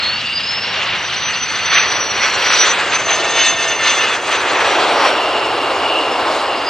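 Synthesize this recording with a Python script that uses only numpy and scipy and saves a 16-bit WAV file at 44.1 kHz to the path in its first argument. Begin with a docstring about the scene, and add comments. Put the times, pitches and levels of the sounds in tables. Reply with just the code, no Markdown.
"""A jet landing across an airfield

A jet glides in. Its fan whines at the blade-passing frequency and buzzes on shaft orders, the intake
hisses, and the exhaust roars as it draws level. Gusty air makes all of it surge and fade, and the
ground reflection cuts a notch in the roar. A second engine idles on the ground with a breathy whistle
over a low rumble."""
import sys
import numpy as np
from scipy import signal
from scipy.io import wavfile
from scipy.ndimage import uniform_filter1d

SR = 44100
rng = np.random.default_rng(int(sys.argv[2]) if len(sys.argv) > 2 else 0)


def unload_audio(sound):
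    """Save the sound as a 16-bit wav file, at the path given as the first command line argument."""
    columns = np.transpose(np.atleast_2d(sound))
    # keep every value between -1 and 1, then stretch to whole-number steps
    steps = np.round(np.clip(columns, -1, 1) * 32767)
    wavfile.write(sys.argv[1], SR, steps.astype(np.int16))


N = 295029
TIME = np.arange(N) / SR
LEFT_LEAD_S = 1.9e-5  # sound from one side reaches the left channel first

# The jet's broadband noise. Each row: time in seconds, roar level in dB, hiss level in dB,
# hiss tilt in dB per octave, sizzle level in dB.
JET_LEVELS = [(0, -31.5, -21, 2.5, -45.5), (.9, -30.5, -23, 4, -45.5), (1.4, -32, -20.5, 1.5, -41.5),
              (2.1, -25.5, -18.5, -1, -39.5), (2.7, -24, -16.5, -1.5, -34), (3.3, -25.5, -21.5, 1, -35.5),
              (4, -23.5, -18.5, -2, -33.5), (4.45, -21, -19, -3, -35), (4.8, -14.5, -17.5, 0.5, -34.5),
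              (5.3, -18, -23, 1, -40), (5.9, -17.5, -24, 2, -39.5), (6.69, -20, -24.5, 0, -42)]
# The spectra of its three parts. Each row: frequency in Hz, relative spectral density in dB.
ROAR_SPECTRUM = [(150, -26), (260, -29.5), (342, -3.5), (560, -0.5), (850, 0.5), (1250, -2.5),
                 (1640, -12.5), (2100, -60)]
HISS_SPECTRUM = [(410, -7.5), (700, -11), (1250, 1), (2170, 0.5), (3200, -2.5), (4470, -6.5), (5460, -15.5),
                 (7000, -36)]
SIZZLE_SPECTRUM = [(4500, -5.5), (5500, -4), (6500, 3.5), (8000, -4), (10000, -18), (12500, -33),
                   (15700, -70)]
LOW_OVER_RUNWAY_S = 4.55, 5

def jet_noise(hz, t):
    """Incoherent sources add in power: exhaust roar, intake hiss, sizzle and a faint noise floor."""
    roar_db, hiss_db, tilt_db, sizzle_db = curves(JET_LEVELS, t)
    roar = spectrum(ROAR_SPECTRUM, hz) * gain_of(roar_db)
    hiss = spectrum(HISS_SPECTRUM, hz) * gain_of(tilt_db * octaves_above(2200, hz))
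    hiss = hiss / np.sqrt(np.mean(hiss ** 2, 0)) * gain_of(hiss_db)
    sizzle_tilt_db = np.interp(t, LOW_OVER_RUNWAY_S, [0, 14.5])  # abeam, the air dulls it less
    sizzle = spectrum(SIZZLE_SPECTRUM, hz) * gain_of(sizzle_db + sizzle_tilt_db * octaves_above(7500, hz))
    power = roar ** 2 + hiss ** 2 + sizzle ** 2 + gain_of(-60.5) ** 2
    return np.sqrt(power) * small_eddies(hz, t)


# The fan spools up and down, and sinks in pitch as it passes.
# Each row: time in seconds, blade-passing frequency in Hz.
BLADE_RATE = [(0, 4190), (.26, 4630), (.73, 5600), (1.08, 5930), (1.4, 6020), (1.73, 5964), (2.4, 5766),
              (2.73, 5980), (3.0, 6166), (3.38, 6324), (4.0, 6112), (4.64, 5860), (5.53, 5365), (6.2, 5230),
              (6.69, 4880)]
BLADES = 38

def fan_tone(order, db, scatter, flutter_hz):
    """Multipath interference: a tone at a multiple of the shaft rate flutters as its paths add or cancel."""
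    shaft_hz = uniform_filter1d(curves(BLADE_RATE, TIME)[0], 3001) / BLADES
    turns = np.cumsum(shaft_hz) / SR + np.outer([1, -1], shaft_hz * LEFT_LEAD_S / 2)
    paths = (1 + scatter * wander(flutter_hz)) / np.sqrt(1 + scatter ** 2)  # direct plus scattered
    phasor = np.exp(2j * np.pi * (order * turns + rng.random()))
    return np.sqrt(2) * gain_of(db) * (paths * phasor).real


# The whine comes and goes. Each row: time in seconds, level in dB.
WHINE_LEVEL = [(0, -24), (.13, -21.5), (.24, -35), (.35, -21), (.54, -22.5), (.85, -46), (1.08, -29.5),
               (1.5, -29.5), (1.9, -24), (2.45, -23.5), (2.72, -23.5), (2.77, -50), (2.9, -47),
               (2.94, -25.5), (3.97, -27.5), (4.07, -34.5), (5.2, -38), (5.4, -45), (6.5, -44), (6.69, -25)]
# Its second harmonic. Each row: time in seconds, level in dB relative to the whine.
OCTAVE_LEVEL = [(0, -45), (1.5, -49), (1.7, -35), (2.6, -30), (3.0, -47), (4.3, -30), (5.1, -29),
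                (5.4, -43), (6.69, -55)]

def fan_whine():
    """Periodic blade passage radiates a tone and its octave, which swell and fade together."""
    whine_db = curves(WHINE_LEVEL, TIME)[0] + 2.5 * wander(rate_hz=12).real
    octave_db = whine_db + curves(OCTAVE_LEVEL, TIME)[0]
    fundamental = fan_tone(BLADES, whine_db, scatter=1.8, flutter_hz=26)
    return fundamental + fan_tone(2 * BLADES, octave_db, scatter=1.8, flutter_hz=26)


# The buzz partials. Each entry, list by list: shaft order, relative level in dB with the jet far
# ahead, relative level in dB with it near.
BUZZ_ORDERS = [11, 13, 16, 17, 18, 21, 22, 25, 27, 28, 29, 31, 32, 66]
BUZZ_FAR_DB = [-15, -5, -6, -15, -10, -15, -6, -15, -15, -1, -9, -18, -14, -34]
BUZZ_NEAR_DB = [0, -3, 0, -1, -1, -2, -3, -8, -11, -13, -20, -13, -15, -42]
# The strength of the buzz. Each row: time in seconds, level in dB relative to the intake hiss.
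BUZZ_LEVEL = [(0, -27), (1, -24), (1.5, -10), (2.2, -10), (2.5, -18), (3.15, -15), (3.35, -7.5), (4, -8.5),
              (4.2, -15), (5.2, -23), (6.69, -18)]

def fan_buzz():
    """Buzz-saw noise: shock waves off unequal blade tips sound on harmonics of the shaft rate."""
    buzz_db = curves(JET_LEVELS, TIME)[1] + curves(BUZZ_LEVEL, TIME)[0]
    nearness = np.interp(TIME, (2.3, 3.0), [0, 1])  # the intake swings to another angle
    return sum(fan_tone(order, buzz_db + far + nearness * (near - far), scatter=.9, flutter_hz=18)
               for order, far, near in zip(BUZZ_ORDERS, BUZZ_FAR_DB, BUZZ_NEAR_DB))


# A brief hum at the nearest point. Each row: time in seconds, level in dB.
HUM_LEVEL = [(2.9, -60), (3.05, -34), (3.75, -34), (3.9, -60)]

def fan_hum():
    """An inharmonic partial follows the shaft rate, just above its fourth order."""
    return fan_tone(4.06, curves(HUM_LEVEL, TIME)[0], scatter=.4, flutter_hz=18)


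def small_eddies(hz, t):
    """Scintillation: small eddies mottle the gain, most in the treble, less low over the runway."""
    def mottle(bins, frames):
        white = rng.standard_normal((len(hz), len(t)))
        return unit_rms(uniform_filter1d(uniform_filter1d(white, bins, 0), frames, 1))

    patches_db = 2.0 * mottle(bins=18, frames=10)
    flicker_db = 1.34 * mottle(bins=90, frames=8)
    strength = np.clip(hz / 4000, .3, 1.3)[:, None] * np.interp(t, LOW_OVER_RUNWAY_S, [1, .47])
    return gain_of(strength * (patches_db + flicker_db))


# Large eddies, each a surge or a lull. Each row: centre time in seconds, gain in dB,
# half length in seconds, centre frequency in Hz.
GUSTS = [(0.037, 1.5, 0.073, 2200), (0.344, -5.5, 0.19, 600), (0.85, 5.5, 0.18, 1840),
         (1.446, -3, 0.057, 2000), (1.768, 9.5, 0.067, 2450), (2.092, -5, .055, 2200),
         (2.254, 6, 0.026, 2800), (2.513, 6.5, 0.051, 3330), (2.628, 5, 0.074, 4860),
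         (2.873, -2.5, 0.035, 4510), (2.946, 6, 0.026, 3000), (3.043, -3, .035, 3000),
         (3.12, 4.5, 0.038, 3800), (3.261, 5.5, 0.18, 385), (3.398, 8, 0.038, 3313),
         (3.474, 8.5, .035, 7000), (3.564, -2.5, 0.028, 3010), (3.773, -4, 0.028, 2600),
         (3.887, 7, 0.04, 4130), (4.015, 3.5, 0.028, 5000), (4.13, 3, 0.021, 4000),
         (4.215, -5.5, 0.047, 2550), (4.331, 5.5, 0.029, 6000), (4.629, 3, 0.052, 2200),
         (5.039, 5.5, 0.043, 1310), (5.07, 5.5, 0.045, 7000), (6.291, 3, 0.076, 797),
         (6.36, 5, 0.086, 8030)]
SURGE_OCTAVES, LULL_OCTAVES = 1.58, 2.57  # half widths

def gusts(x):
    """Refraction: each large eddy is a lens that briefly focuses or spreads a band of frequencies."""
    hz, t, spectra = signal.stft(x, SR, nperseg=512, noverlap=384)
    lens_db = 0
    for centre_s, db, half_s, centre_hz in GUSTS:
        detuning = octaves_above(centre_hz, hz) / (SURGE_OCTAVES if db > 0 else LULL_OCTAVES)
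        lens_db += db * np.exp(-detuning ** 2 - ((t - centre_s) / half_s) ** 2)
    return overlap_add(spectra * gain_of(lens_db), 512)[:, :N]


# The ground notch sinks as the jet comes near. Each row: time in seconds, frequency in Hz, depth in dB.
GROUND_NOTCH = [(0, 423, 9), (.35, 404, 4), (1.05, 226, 11), (1.4, 211, -0.5), (3.5, 185, 0.5),
                (6.69, 170, 30)]
NOTCH_RELATIVE_WIDTH = 0.089

def ground_reflection(x):
    """Destructive interference of direct and reflected sound, applied as one moving notch."""
    hz, t, spectra = signal.stft(x, SR, nperseg=2048, noverlap=1536)
    notch_hz, depth_db = curves(GROUND_NOTCH, t)
    detuning = np.log((hz[:, None] + 1) / notch_hz) / NOTCH_RELATIVE_WIDTH
    return overlap_add(spectra * gain_of(-depth_db * np.exp(-detuning ** 2)), 2048)[:, :N]


# The idling engine's whistle and rumble. Each row: time in seconds, level in dB.
WHISTLE_LEVEL = [(0, -26.5), (1.05, -23.5), (1.5, -33.5), (4.2, -34), (4.7, -38), (5.2, -24.5),
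                 (5.6, -26.5), (6, -21), (6.35, -30), (6.69, -29.5)]
RUMBLE_LEVEL = [(0, -39), (6.69, -43.5)]
# The rumble's spectrum. Each row: frequency in Hz, relative spectral density in dB.
RUMBLE_SPECTRUM = [(12, -50), (20, -33.5), (86, 1.5), (188, 0), (260, -0.5), (340, -21), (570, -120)]
WHISTLE_HZ, WHISTLE_WIDTH_HZ = 2807, 196

def idling_engine(hz, t):
    """Resonance: noise through one steady narrow peak makes a breathy whistle above the rumble."""
    resonance = unit_rms(1 / (1 + (2 * (hz - WHISTLE_HZ) / WHISTLE_WIDTH_HZ) ** 2))[:, None]
    wind_sway = 1 + 0.35 * np.interp(t, TIME, wander(rate_hz=3.1).real)
    whistle = resonance * gain_of(curves(WHISTLE_LEVEL, t)[0]) * wind_sway
    rumble = spectrum(RUMBLE_SPECTRUM, hz) * gain_of(curves(RUMBLE_LEVEL, t)[0])
    return whistle + rumble


# The likeness of the two channels. Each row: frequency in Hz, coherence from 0 to 1.
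COHERENCE = [(40, 1), (500, 0.99), (1650, .97), (4970, 0.88), (15000, 0.1)]

def stereo_noise(magnitude, size):
    """Partial coherence: noise shaped by magnitude(hz, t) is less alike left and right in the treble."""
    hop = size // 4
    frames, hz = N // hop + 5, np.fft.rfftfreq(size, 1 / SR)
    a, b, c, d = rng.standard_normal((frames, len(hz), 4)).T
    left, independent = a + 1j * b, c + 1j * d
    knots_hz, likeness = np.transpose(COHERENCE)
    coherence = np.interp(np.log(hz + 1), np.log(knots_hz), likeness)[:, None]
    delay = np.exp(-2j * np.pi * hz * LEFT_LEAD_S)[:, None]
    right = (coherence * left + np.sqrt(1 - coherence ** 2) * independent) * delay
    white_rms = np.sqrt(np.mean(overlap_add(left, size) ** 2))
    spectra = np.array([left, right]) * magnitude(hz, np.arange(frames) * hop / SR)
    return overlap_add(spectra, size)[:, :N] / white_rms


def wander(rate_hz):
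    """A complex random process of unit power, low-passed at the given rate."""
    hz = np.fft.fftfreq(N // 64 + 1, 64 / SR)
    slow = np.fft.ifft(np.exp(2j * np.pi * rng.random(len(hz))) / (1 + (hz / rate_hz) ** 2))
    return np.interp(np.arange(N) / 64, np.arange(len(hz)), unit_rms(slow))


def spectrum(points, hz):
    """Interpolation in log frequency gives a column of gains with unit mean power."""
    knots_hz, db = np.transpose(points)
    return unit_rms(gain_of(np.interp(np.log(hz + 1), np.log(knots_hz + 1), db, -99, -99)))[:, None]


def curves(rows, t):
    """Linear interpolation in time gives one curve for each column after the first."""
    knots_s, *columns = np.transpose(rows)
    return [np.interp(t, knots_s, column) for column in columns]


def overlap_add(spectra, size):
    return signal.istft(spectra, nperseg=size, noverlap=size * 3 // 4)[1]


def octaves_above(centre_hz, hz):
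    return np.log2((hz[:, None] + 1) / centre_hz)


def gain_of(db):
    return 10 ** (np.asarray(db) / 20)


def unit_rms(x):
    return x / np.sqrt(np.mean(abs(x) ** 2) + 1e-20)


def scene():
    """Superposition: the jet, heard through gusts, joins the idling engine over reflecting ground."""
    fan = fan_whine() + fan_buzz() + fan_hum()
    jet = gusts(fan + stereo_noise(jet_noise, size=512))
    return ground_reflection(jet + stereo_noise(idling_engine, size=2048))


def record(dry):
    """Saturation rounds any peak above the knee; a low-pass filter then limits the band."""
    knee, cutoff_hz = .9, 15750
    excess = np.maximum(abs(dry) - knee, 0)
    clipped = np.sign(dry) * (np.minimum(abs(dry), knee) + (1 - knee) * np.tanh(excess / (1 - knee)))
    low_pass = signal.firwin(511, cutoff_hz, window=("kaiser", 9), fs=SR)
    return signal.oaconvolve(clipped, low_pass[None], "same")


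dry = scene()
out = record(dry)
unload_audio(out)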